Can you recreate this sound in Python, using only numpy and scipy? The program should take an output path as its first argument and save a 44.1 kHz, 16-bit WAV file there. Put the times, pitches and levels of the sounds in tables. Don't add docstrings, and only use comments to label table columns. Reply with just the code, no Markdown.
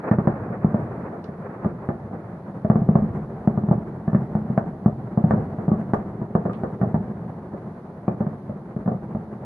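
import sys
import numpy as np
from scipy import signal
from scipy.fft import rfft, irfft, next_fast_len
from scipy.io import wavfile
from scipy.ndimage import uniform_filter1d

SR = 44100
rng = np.random.default_rng(int(sys.argv[2]) if len(sys.argv) > 2 else 0)


def wav_record(signal):
    frames = np.transpose(np.atleast_2d(signal))
    bounded = np.clip(frames, -1, 1)
    quanta = np.round(bounded * 32767).astype(np.int16)
    wavfile.write(sys.argv[1], SR, quanta)


N = 416744

# start_s, level_db, sharp_db (front), crack_db (treble), thump_db (bass),
# ring_hz, ring_db (path between buildings), scatter_db (farther walls)
BURSTS = [(0.1133, -2.5, 1.5, 9.5, 5, 724, -1, 0), (0.1856, -2.5, -0.5, 1.5, 0, 1160, 4.5, -4),
          (0.273, -2.5, 4.5, 2.5, -3, 407, -11, -1.5), (0.502, -18.5, -1.5, -1.5, 1.5, 617, 0, 8.5),
          (0.6457, 1, -1.5, -6, -1.5, 1120, 7, -4), (0.7441, -3, 3, -8.5, -2.5, 607, 6, -3),
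          (0.799, -16.5, -3, 1.5, 0, 587, 0.5, 6), (1.129, -20, 3.5, -4, -2, 720, 10.5, 3),
          (1.289, -16, 0, -1, -0.5, 723, 5, -4), (1.6471, -10.5, 5, -2, 14.5, 482, -4.5, 0),
          (1.6577, -4.5, -3.5, 1, 1.5, 809, -8, -6), (1.889, -10, 2.5, 9, 6.5, 810, 2, 2),
          (2.1112, -19.5, -2, -1.5, -5.5, 686, 9.5, 1.5), (2.132, -22, 4.5, 1.5, -2, 800, 6.5, -3),
          (2.6476, -6.5, -1.5, 1, 12.5, 641, 9.5, 0.5), (2.7, 0, 1, 3.5, 11, 741, 1.5, -0.5),
          (2.7571, -4.5, 1.5, 0.5, 9, 690, 4, 0), (2.788, -11, -8, -0.5, -2.5, 674, 3.5, -1),
          (2.8166, -6, -5.5, -1.5, 5.5, 710, 6, -0.5), (2.889, 2.5, -5, 0.5, -11, 1180, 8, -5.5),
          (2.955, 2.5, 0.5, -6, 11.5, 1113, 6, -2), (2.996, -8.5, -2.5, -14, 8, 659, 10.5, -3),
          (3.0216, -4.5, -15.5, -2, -3.5, 620, 12.5, 8.5), (3.475, 0, 0.5, -0.5, -5, 575, 6.5, -8),
          (3.5757, -4, 0, -6.5, 5, 1315, 7, -1), (3.6364, -10.5, -1.5, -5.5, 2, 800, 8, -1.5),
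          (3.687, -4, -2, -1.5, -5, 1510, 0, -2), (3.7124, 2.5, 1, -12.5, 5, 577, 2.5, -1),
          (4.0791, -4.5, -3.5, 2, 10, 1725, 12.5, -2.5), (4.1313, -7.5, 1, -3, -2, 1900, 5.5, -1.5),
          (4.1478, -0.5, -4.5, 12.5, 4, 1095, 4, -2), (4.352, -3.5, -0.5, -0.5, 7, 854, 3.5, -2),
          (4.4996, -8.5, -9.5, 1.5, -2, 523, -0.5, 8), (4.5773, -4, 4.5, 7.5, 5, 430, 2, -3),
          (4.86, 1.5, -0.5, -5, 2.5, 677, 1, -2.5), (5.175, 0.5, -1.5, -7, -5, 682, 5.5, -1),
          (5.2397, 0, -8, 6, -3.5, 740, 6.5, 2), (5.3088, -5.5, 6, 6.5, 22, 612, 7, -2.5),
          (5.337, -2, -3.5, 2, -6.5, 958, 9, 1), (5.378, -9, -2, 2, -1, 513, 12.5, 1.5),
          (5.3951, -11.5, -3, -1, 2, 460, 9.5, -0.5), (5.586, -14, 0, 6.5, 6, 452, 10.5, 3.5),
          (5.6811, -1, -2.5, -5, 4, 600, 2, -1), (5.717, -1, -0.5, -9, 5.5, 1130, 10, -2.5),
          (5.9356, -8, 9, 2.5, 22.5, 1780, -1, 0.5), (6.2159, -14, -0.5, 6.5, 3.5, 984, 12, 0.5),
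          (6.352, -2, 5.5, -7.5, 2, 1590, 5.5, -1.5), (6.454, -12, 3.5, 0.5, 4, 480, 11.5, 5),
          (6.4965, -12.5, 1.5, 5.5, -2, 1240, 13.5, -2.5), (6.6353, -12, 5, 2, 8.5, 480, 8, 3),
          (6.8143, -5, -0.5, 5.5, 5.5, 723, -8, 2.5), (6.8305, -3, -4.5, 0, -1.5, 802, 4.5, 4.5),
          (6.9435, -2.5, -3, 4, 5.5, 890, 10, 2), (7.0039, -13, -4.5, -1.5, 4.5, 907, 1, 0),
          (7.099, -20.5, -6.5, -2, 1.5, 700, 5.5, 6), (7.261, -19, -9, -6, -1.5, 694, 8.5, -2),
          (7.536, -20, -5, 8, 1.5, 546, 7.5, 11.5), (8.0801, -5, 4, -6.5, -14.5, 2400, 15.5, -0.5),
          (8.1426, -17, -11.5, -1, -1.5, 693, 3.5, -9.5), (8.2056, -8.5, 0, 1, -8.5, 661, -0.5, 4.5),
          (8.2665, -11, -0.5, 5.5, -3.5, 699, 1, -3), (8.4951, -13, 0.5, -6, 1, 578, 11, -2.5),
          (8.7644, -11.5, -2, 2.5, 7, 449, 13.5, -2.5), (8.8602, -11, -1.5, 1.5, -7, 1890, 4, -1),
          (8.8772, -6, 3, -7, -13, 710, 3.5, 1.5), (8.9168, -7.5, -0.5, -9.5, -5, 542, 6.5, 3),
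          (8.949, -16, -5.5, -4.5, 0.5, 603, 8.5, -7), (9.1492, -11.5, -1.5, 1, 21, 575, 1, 1.5)]


def amp(db):
    return 10 ** (np.asarray(db) / 20)


def unit_rms(x):
    return x / np.sqrt(np.mean(x ** 2) + 1e-20)


def curve(points, hz, column=1):
    columns = np.transpose(points)
    return np.interp(np.log(hz + 1), np.log(columns[0] + 1), columns[column])


def resonance_db(resonances, hz):
    return sum(peak / (1 + (2 * (hz - centre) / width) ** 2) for centre, width, peak in resonances)


def add(mix, start_s, sound):
    part = mix[:, max(round(start_s * SR), 0):][:, :sound.shape[1]]
    part += sound[:, :part.shape[1]]


def stereo_noise(size, colour=((20, 0), (20000, 0)), spread=1):
    # freq_hz, correlation
    coherence = [(30, .93), (60, 1), (130, 1), (200, 1), (290, 1), (500, 0.95), (1000, 0.76),
                 (2000, 0.0052), (8000, -0.25)]
    n_fft = next_fast_len(size)
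    hz = np.fft.rfftfreq(n_fft, 1 / SR)
    mid, side = rfft(rng.standard_normal((2, n_fft))) * amp(curve(colour, hz))
    alike = np.clip(1 - spread * (1 - curve(coherence, hz)), 0, 1)
    mid, side = mid * np.sqrt(1 + alike), side * np.sqrt(1 - alike)
    return unit_rms(irfft([mid + side, mid - side], n_fft)[:, :size])


def clumps(size, depth_db, clump_samples):
    return amp(depth_db * unit_rms(uniform_filter1d(rng.standard_normal(size), clump_samples)))


def rolling_noise(level_db, colour, wander_db, lump_samples=1200):
    lumps = uniform_filter1d(rng.standard_normal(N), lump_samples)
    lumps = unit_rms(uniform_filter1d(lumps, lump_samples // 2))
    return stereo_noise(N, colour) * amp(level_db + wander_db * lumps)


def hiss():
    # freq_hz, gain_db
    colour = [(1500, -18.5), (2800, 3), (4300, 5), (5200, -2), (6600, -2), (7700, -20), (9000, -0.5),
              (11000, -2.5)]
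    return rolling_noise(-73, colour, wander_db=-0.5, lump_samples=12000)


def city_rumble(floor_db=-38, feed_db=-39, follow=0.68, rise_s=0.0089, t60_s=6.5):
    # freq_hz, gain_db
    colour = [(25, -52), (55, -23), (90, -11.5), (140, -5.5), (200, -2.5), (260, -13.5), (360, -14.5),
              (500, -17), (750, -18), (1200, -27.5), (2000, -38.5), (2600, -51.5), (4000, -68)]
    feed = np.zeros(N)
    for start_s, level_db, *_ in BURSTS:
        feed[round(start_s * SR)] += amp(feed_db + follow * level_db) ** 2
    t = np.arange(N) / SR
    linger = (1 - np.exp(-t / rise_s)) * amp(-60 * t / t60_s) ** 2
    power = amp(floor_db) ** 2 + abs(signal.fftconvolve(feed, linger)[:N])
    return rolling_noise(10 * np.log10(power), colour, wander_db=2.0)


def dying_roar(start_db=-32.5, fade_db_per_s=7):
    # freq_hz, gain_db
    colour = [(40, -32), (130, -9.5), (340, -0.5), (480, 1), (750, -5), (1200, -8.5), (1800, -16.5),
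              (2500, -30.5), (3500, -64.5)]
    return rolling_noise(start_db - fade_db_per_s * np.arange(N) / SR, colour, wander_db=3.9)


def ticks(snap_db=10, snap_decay_s=0.003, scrape_rise_s=0.009, size=8000):
    # start_s, level_db, snap_hz, scrape_hz, t60_s
    events = [(1.242, -57.5, 4530, 4770, 0.13), (6.533, -50, 2300, 3120, 0.14)]
    # ratio_to_centre, gain_db
    colour = [(0.25, -12), (0.65, 0), (1.05, 0), (1.4, -9), (1.8, -28), (4, -38)]
    out, t = np.zeros((2, N)), np.arange(size) / SR
    for start_s, level_db, snap_hz, scrape_hz, t60_s in events:
        snap = stereo_noise(size, [(snap_hz * ratio, db) for ratio, db in colour])
        snap *= amp(snap_db) * np.exp(-t / snap_decay_s)
        scrape = stereo_noise(size, [(scrape_hz * ratio, db) for ratio, db in colour])
        scrape *= (1 - np.exp(-t / scrape_rise_s)) * amp(-60 * t / t60_s)
        add(out, start_s, amp(level_db) * (snap + scrape))
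    return out


def street_reverb(x, wet_db=-5.5, rise_s=0.0023, size=80000, frame=1024):
    # freq_hz, t60_s, gain_db
    bands = [(35, 1.6, 5), (72, 2, 6.5), (171, 1.5, -7.5), (395, 4.5, -4), (796, 1.9, -9.5),
             (1600, 0.44, -2.5), (4000, .7, -8)]
    # centre_hz, width_hz, peak_db
    rings = [(335, 100, 1.5), (540, 72, -3.5), (625, 90, -2)]
    envelope = clumps(size, depth_db=3, clump_samples=700) * (1 - np.exp(-np.arange(size) / SR / rise_s))
    hz, t, spectra = signal.stft(stereo_noise(size) * envelope, SR, nperseg=frame)
    spectra *= amp(-60 * t / curve(bands, hz)[:, None])
    mid_power = np.mean(abs(spectra[:, (hz > 300) & (hz < 1200)]) ** 2)
    spectra /= np.sqrt(mid_power * size * frame / 1.5)
    spectra *= amp(curve(bands, hz, column=2) + resonance_db(rings, hz))[:, None]
    tail = signal.istft(spectra, SR, nperseg=frame)[1]
    return amp(wet_db) * signal.fftconvolve(x.mean(0)[None], tail, axes=1)[:, :N]


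def gap_echoes(front, count=5, level_db=-18, fade_db_per_s=60, ring_db=11, width_hz=17, dull_hz=1300):
    first_s, spread_s, low_hz, high_hz = 0.03, 0.2, 320, 1035
    out = np.zeros((2, 18000))
    for distance, gap, side in rng.random((count, 3)):
        delay_s = first_s + distance * spread_s
        ring_hz = low_hz * (high_hz / low_hz) ** gap
        ring = signal.lfilter(*signal.iirpeak(ring_hz, ring_hz / width_hz, fs=SR), front)
        echo = signal.lfilter(*signal.butter(1, dull_hz, fs=SR), front + amp(ring_db) * ring)
        pan = np.sqrt([[0.5 + side], [1.5 - side]])
        add(out, delay_s, amp(level_db - fade_db_per_s * delay_s) * pan * echo)
    return out


def facade_slaps(x):
    # delay_s, gain_db, lowpass_hz
    facades = [(0.011, -17, 350), (0.031, -19, 398), (0.043, -20.5, 403), (0.0655, -16.5, 606)]
    out = np.zeros((2, N))
    for delay_s, gain_db, lowpass_hz in facades:
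        add(out, delay_s, amp(gain_db) * signal.lfilter(*signal.butter(1, lowpass_hz, fs=SR), x))
    return out


def wall_response(scatter_db, bend_hz=1350, wet_db=-5, near_t60_s=0.032, far_t60_s=0.15, size=6000):
    # freq_hz, gain_db
    ledges = [(100, -27), (230, -23), (400, -1.5), (750, 1), (2000, 0), (3500, -0.5)]
    walls = [(60, -6.5), (200, -7), (450, 7), (800, 3.5), (1500, 3.5), (2400, -4)]
    t = np.arange(size) / SR
    bent = np.exp(-2 * np.pi * bend_hz * t)
    near = stereo_noise(size, ledges, spread=2.3) * amp(-60 * t / near_t60_s)
    near *= 1 - np.exp(-t / 0.0006)
    far = stereo_noise(size, walls, spread=3.7) * amp(-60 * t / far_t60_s)
    far *= clumps(size, depth_db=1.5, clump_samples=200) * (1 - np.exp(-t / 0.0033))
    scattered = unit_rms(near) + amp(scatter_db) * unit_rms(far)
    return bent / bent.sum() + amp(wet_db) * scattered / np.sqrt(size)


def far_shells(count=10, level_db=-32, sharp_db=-4, ring_hz=685, ring_db=6):
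    slot_s = N / SR / count
    return [((k + when) * slot_s, level_db, sharp_db, 0, 0, ring_hz * 2 ** (pitch - 0.5), ring_db, 0)
            for k, (when, pitch) in enumerate(rng.random((count, 2)))]


def pressure_pulse(sharp_db, crack_db, thump_db, ring_hz, ring_db, size=4096):
    # freq_hz, gain_db
    spectrum = [(25, -35.5), (55, -22), (85, -13.5), (120, 2.5), (200, 0), (270, -11.5), (520, -24.5),
                (680, -18), (1000, -30.5), (1500, -37.5), (2100, -49), (2700, -62), (4000, -75),
                (11000, -82.5)]
    # centre_hz, width_hz, peak_db
    body = [(213.8, 29, 7), (351.8, 8.6, 7), (410.5, 16, 7), (570, 34, -1.5), (576, 120, 5),
            (1181, 130, 8.5), (1760, 120, 7)]
    hz = abs(np.fft.fftfreq(size, 1 / SR))
    db = curve(spectrum, hz) + resonance_db([*body, (ring_hz, 0.12 * ring_hz, ring_db)], hz)
    db += sharp_db * curve([(170, 0.1), (420, 1.0), (900, 1.42), (2500, 1.5), (4000, 2.6)], hz)
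    db += crack_db * curve([(1150, 0.18), (1500, 0.69), (2100, 0.98), (2900, 0.56)], hz)
    db += thump_db * curve([(32, 0.84), (48, 0.33), (70, 0.4), (110, 0)], hz)
    minimum_phase = np.exp(signal.hilbert(np.log(amp(db))).conj())
    return np.fft.ifft(minimum_phase).real


def shell_bursts(gain_db=37):
    sectors = np.zeros((3, 2, N))
    for k, (start_s, level_db, *shape, scatter_db) in enumerate(BURSTS + far_shells()):
        sector = sectors[k % len(sectors)]
        front = amp(gain_db + level_db) * pressure_pulse(*shape)
        add(sector, start_s, signal.fftconvolve(wall_response(scatter_db), front[None], axes=1))
        add(sector, start_s, gap_echoes(front))
    return sectors


def scene():
    sectors = shell_bursts()
    bursts = sectors.sum(0)
    echoes = facade_slaps(bursts) + sum(street_reverb(sector) for sector in sectors)
    return bursts + echoes + city_rumble() + dying_roar() + hiss() + ticks()


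def record(dry, lowpass_hz=11600):
    # freq_hz, gain_db
    right_port = [(200, -0.22), (350, -0.5), (800, 0.5), (1100, 0.5), (1400, 2), (1850, 4.5), (2700, 0),
                  (5000, -1), (9500, 3)]
    n_fft = next_fast_len(N)
    lean_db = curve(right_port, np.fft.rfftfreq(n_fft, 1 / SR)) / 2
    heard = irfft(rfft(dry, n_fft) * amp([-lean_db, lean_db]), n_fft)[:, :N]
    rounded = heard / (1 + heard ** 4) ** (1 / 4)
    lowpass = signal.firwin(511, lowpass_hz, window=("kaiser", 9), fs=SR)
    return signal.oaconvolve(rounded, lowpass[None], "same")


dry = scene()
out = record(dry)
wav_record(out)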